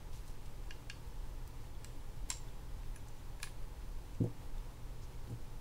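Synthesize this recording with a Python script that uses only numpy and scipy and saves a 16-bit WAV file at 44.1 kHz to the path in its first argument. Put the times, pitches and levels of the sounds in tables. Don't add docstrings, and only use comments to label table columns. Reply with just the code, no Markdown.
import sys
import numpy as np
from scipy import signal
from scipy.fft import rfft, irfft
from scipy.io import wavfile
from scipy.ndimage import uniform_filter1d

SR = 44100
rng = np.random.default_rng(int(sys.argv[2]) if len(sys.argv) > 2 else 0)


def dump(signal):
    limited = np.clip(np.atleast_2d(signal).T, -1, 1)
    pcm = np.round(limited * 32767).astype(np.int16)
    wavfile.write(sys.argv[1], SR, pcm)


def gain_from_decibels(decibels):
    exponent = np.asarray(decibels, float) / 20
    return 10 ** exponent


N = 247356

# pitch_hz, level_db (per Hz)
AIR_SPECTRUM = [(4.7, -30), (8.0, 2.5), (25, -1.5), (69, -12.5), (89, -19), (122, -19), (179, -29),
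                (279, -28.5), (337, -30.5), (448, -30.5), (744, -37), (845, -31), (1360, -40.5),
                (15600, -53.5)]
# pitch_hz, width_hz, boost_db
DUCT_RESONANCES = [(77, 4, 3.5), (106, 13, 3.5), (287, 10.6, 6.5), (359, 7.1, 4), (483, 13, 3.5)]
# pitch_hz, level_db, wobble_radians
HUM_TONES = [(118.9, -60, 0.016), (159, -67.5, 0.86)]
# loudest_s, level_db, centre_hz, width_octaves, fade_s
BRUSHES = [(.137, -63.5, 4000, 2.1, .017), (.166, -62.5, 5500, 2, 0.022), (.290, -64.5, 5800, 1.6, .03),
           (.461, -60.5, 4500, 1.7, 0.0068), (0.707, -54, 3300, 1.2, 0.0033),
           (0.901, -49.5, 3500, 1.2, 0.0035), (1.477, -58, 7900, 1.9, 0.0023),
           (1.680, -64.5, 3000, 4.2, .005), (1.847, -55, 3800, 1.3, 0.0032), (2.308, -50, 2920, 1, .006),
           (2.322, -53.5, 3600, 2, 0.018), (2.834, -60, 1500, 1, .004), (3.074, -64, 5000, 1.6, .004),
           (3.085, -64, 6000, 1.6, .0025), (3.433, -43, 3960, 0.65, 0.002),
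           (3.451, -62.5, 4500, 3.5, 0.034), (3.452, -62, 9600, .13, 0.027), (4.149, -66.5, 6530, .7, .009),
           (4.150, -63.5, 2500, .6, .006), (4.240, -66, 7000, 1.5, .006), (4.582, -68, 5000, 1.3, .006),
           (5.035, -65.5, 5600, .89, .02), (5.275, -63, 2980, 2.9, .0055), (5.302, -61.5, 8900, .74, .0055)]
# catch_s, level_db, centre_hz, width_octaves
SLIDES = [
    (2.298, -55, 6000, 4.2),
    (3.429, -58, 6000, 2.2),
]
# pitch_hz, level_db, ring_share (of the full ring time)
HOUSING_MODES = [(1020, -14, .5), (1645, 0, .75), (1780, -2, .3), (2170, -9, .35), (2440, -1, .6),
                 (2690, -3, .45), (2825, 0, .7), (2890, -10, .9), (3135, -7, .9), (3330, -12, .6),
                 (4300, -11, .4), (4525, -9, 1), (5000, -8, .35), (5830, -9, .4), (6400, -11, .3),
                 (7400, -10, .3), (7700, -13, .4), (9200, -15, .4)]
TWEEZERS_MODES = [(1020, -12, .9), (1550, -15, .5), (2150, -9, .7), (2600, -12, .5), (3100, -13, .4),
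                  (3890, -10, .7), (4170, -10, .5), (4800, -12, .4), (5430, -5, .8), (5700, -6, .6),
                  (6200, -10, .5), (6800, -7, .5), (7150, -5, .9), (7290, 0, .8), (7370, -12, .5),
                  (7450, -2, .7), (7640, -6, .7), (8020, -10, .6), (9680, -9, .7), (10400, -13, .6),
                  (11000, -14, .5), (12800, -17, .5)]
GEAR_MODES = [(1060, -4, .5), (1690, 0, 1), (2190, -5, .7), (2480, -2, 1), (3150, -10, .6), (3550, -8, .5),
              (4100, -5, .25), (4620, -9, .8), (4900, -5, .5), (5800, -8, .3), (6980, 0, .3),
              (7250, -6, .5), (9030, -6, .4), (9470, 2, .4), (9980, 0, .35), (10600, -6, .3),
              (12600, -9, .25), (14800, -7, .2)]
BENCH_MODES = [(114, -1, 1), (138, -16, .5), (165, 0, .6), (256, 0, .55), (288, -6, .9), (355, -10, .7),
               (450, -14, 1), (482, -11, .6), (560, -19, .5), (640, -19, .4), (850, -27, .3)]
# start_s, level_db, crack_db, hardness_db (per octave)
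HOUSING_HITS = [
    (0.7073, -43, -47, -2),
    (.8984, -40.5, -44.5, -0.5),
    (1.8454, -53, -38, -0.5),
    (2.961, -50.5, -54, -10),
]
TWEEZERS_HITS = [
    (2.3018, -30.5, -54, 1.1),
    (2.3038, -40, -37, 2.3),
    (2.3050, -29.5, -38, -4.5),
    (2.3098, -41, -46, .3),
    (2.3150, -37, -42, -9),
    (2.3255, -47, -57, 1.5),
    (2.3712, -57, -70, 2.1),
]
GEAR_HITS = [
    (3.401, -52, -60, -4),
    (3.4300, -37, -33, -0.3),
    (3.4391, -42.5, -50, -7),
    (3.4425, -63, -58, 5),
    (3.4722, -49, -51, -9),
]
# start_s, level_db, pitch_hz, ring_s (time to fall 60 dB)
PINGS = [(1.750, -56, 3380, 0.017), (1.8505, -52, 7700, .011), (2.486, -54.5, 3500, 0.019),
         (2.959, -50.5, 10300, .035), (2.963, -51, 10250, .04), (2.959, -61, 13500, .015),
         (2.961, -52.5, 7030, .02), (2.961, -54, 6070, .02), (3.084, -56, 7200, 0.02),
         (3.084, -55, 8100, .015), (3.085, -58, 6150, .015), (3.186, -60, 6900, .02),
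         (4.580, -58, 3570, 0.037)]
# start_s, level_db, hardness_db (per octave), ring_s
THUMPS = [
    (4.2024, -27.5, -.5, 0.34),
    (4.2393, -40, 10, 0.12),
    (4.258, -59, 15.5, 0.16),
    (5.271, -52.5, 5.5, 0.089),
    (5.297, -42, -3.5, 0.27),
    (5.314, -58.5, 11.5, 0.12),
    (5.323, -42.5, -17, .24),
    (5.396, -60, 11, 0.073),
]
# pitch_hz, level_db (per Hz)
HISS_SPECTRUM = [(88, -36), (150, -16), (274, -11), (1350, -11), (2230, -10), (13900, -10.5), (15600, -29)]


def coloured(count, gain):
    spectrum = rfft(rng.standard_normal(count))
    hz = np.fft.rfftfreq(count, 1 / SR) + 1
    noise = irfft(spectrum * gain(hz), count)
    return noise / np.std(noise)


def walk(rate_hz):
    return coloured(N, lambda hz: 1 / (1 + (hz / rate_hz) ** 4))


def read(table, hz):
    table_hz, table_db = np.array(table)[:, 0], np.array(table)[:, 1]
    return np.interp(np.log(hz), np.log(table_hz), table_db)


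def workshop():
    air_db, rumble_db, gust_db = -44, -45, 2
    t = np.arange(N) / SR

    def colour(hz):
        duct_db = sum(db / (1 + (2 * (hz - f) / width) ** 2) for f, width, db in DUCT_RESONANCES)
        return gain_from_decibels(read(AIR_SPECTRUM, hz) + duct_db)

    spectrum = rfft(coloured(N, colour))
    hz = np.fft.rfftfreq(N, 1 / SR)
    deep = irfft(spectrum / (1 + (hz / 48) ** 6), N)
    air = gain_from_decibels(air_db) * (irfft(spectrum, N) - deep) * gain_from_decibels(0.34 * walk(10))
    power = uniform_filter1d(uniform_filter1d(deep ** 2, SR // 6), SR // 6)
    rumble = deep / np.sqrt(power) * gain_from_decibels(rumble_db + gust_db * walk(4.7))
    hum = np.zeros(N)
    for f, db, wobble in HUM_TONES:
        hum += gain_from_decibels(db) * np.sqrt(2) * np.sin(2 * np.pi * f * t + wobble * walk(3.9))
    return air + rumble + hum


def add(out, start_s, sound):
    i = int(start_s * SR)
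    out[i:i + len(sound)] += sound[:N - i]


def brushes():
    out = np.zeros(N)
    t = np.arange(-SR // 20, SR // 8) / SR
    strokes = []
    for s, db, hz, octaves, fall in BRUSHES:
        rise = fall * (.4 + 21 * fall)
        strokes.append((s, db, hz, octaves, fall, rise))
    for s, db, hz, octaves in SLIDES:
        strokes.append((s, db, hz, octaves, .002, .008))
    for s, db, hz, octaves, fall, rise in strokes:
        rub = coloured(len(t), lambda f: np.exp(-2 * (np.log2(f / hz) / octaves) ** 2))
        grain_db = 3.9 * np.repeat(rng.standard_normal(len(t) // 64 + 1), 64)[:len(t)]
        swell = np.where(t < 0, np.exp(-(t / rise) ** 2), np.exp(-t / fall))
        add(out, s + t[0], gain_from_decibels(db) * rub * gain_from_decibels(grain_db) * swell)
    return out


def room(x):
    level_db, mid_t60_s, top_t60_s = -9.5, .27, .2
    t = np.arange(SR // 2) / SR
    mid = coloured(len(t), lambda hz: 1 / (1 + (hz / 8500) ** 4) / (1 + (2700 / hz) ** 2))
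    top = coloured(len(t), lambda hz: 1 / (1 + (8500 / hz) ** 4))
    tail = mid * gain_from_decibels(-60 * t / mid_t60_s) + 1.2 * top * gain_from_decibels(-60 * t / top_t60_s)
    tail = tail * np.clip((t - .004) / .005, 0, 1)
    return gain_from_decibels(level_db) * signal.fftconvolve(x, tail / np.linalg.norm(tail))[:N]


def ring(modes, db, hard_db, t60_s, chance, load_cycles=.6):
    hz, mode_db, share = np.transpose(modes)[:, :, None]
    t = np.arange(SR // 4) / SR
    luck_db, luck_pitch = chance.reshape(2, -1, 1)
    gain = gain_from_decibels(db + mode_db + hard_db * np.log2(hz / hz[1]) + luck_db)
    fade = np.exp(-np.log(1000) * t / (t60_s * np.minimum(share, 1)))
    swing = (-1.) ** np.arange(len(hz))[:, None]
    load = np.minimum(t * hz / load_cycles, 1)
    tone = np.sin(2 * np.pi * hz * (1 + .003 * luck_pitch) * t)
    return np.sum(gain * fade * swing * load * tone, axis=0)


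def metal():
    out = np.zeros(N)
    t = np.arange(SR // 40) / SR
    objects = ((HOUSING_MODES, HOUSING_HITS, .048),
               (TWEEZERS_MODES, TWEEZERS_HITS, .023),
               (GEAR_MODES, GEAR_HITS, .03))
    for modes, hits, t60_s in objects:
        for s, db, crack_db, hard_db in hits:
            add(out, s, ring(modes, db, hard_db, t60_s, rng.standard_normal(2 * len(modes))))
            top_hz = 10500 * gain_from_decibels(hard_db)
            crack = coloured(len(t), lambda hz: 1 / (1 + (hz / top_hz) ** 6) / (1 + (900 / hz) ** 4))
            add(out, s, gain_from_decibels(crack_db) * crack * np.exp(-t / .0012))
    for s, db, hz, t60_s in PINGS:
        small_part = [(hz, 0, 1), (1.9 * hz, -9, .6)]
        add(out, s, ring(small_part, db, 0, t60_s, np.zeros(4)))
    return out


def bench():
    out = np.zeros(N)
    for s, db, hard_db, t60_s in THUMPS:
        push_s = .0018 * gain_from_decibels(-0.15 * hard_db)
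        force = np.hanning(int(push_s * SR) + 3)
        chance = rng.standard_normal(2 * len(BENCH_MODES))
        top = ring(BENCH_MODES, db, hard_db, t60_s, chance, load_cycles=0.32)
        add(out, s, np.convolve(top, force / force.sum()))
    return out


def scene():
    near = metal() + brushes()
    return np.tile(near + room(near) + bench() + workshop(), (2, 1))


def roll_off(x):
    return signal.sosfilt(signal.butter(12, 16670, fs=SR, output="sos"), x)


def record(dry):
    hiss = gain_from_decibels(-80.5) * coloured(N, lambda hz: gain_from_decibels(read(HISS_SPECTRUM, hz)))
    cut = signal.ellip(10, .2, 40, 15750, fs=SR, output="sos")
    mix = signal.sosfilt(cut, dry + hiss * np.array([[1], [-1]]))
    return roll_off(mix)


dry = scene()
out = record(dry)
dump(out)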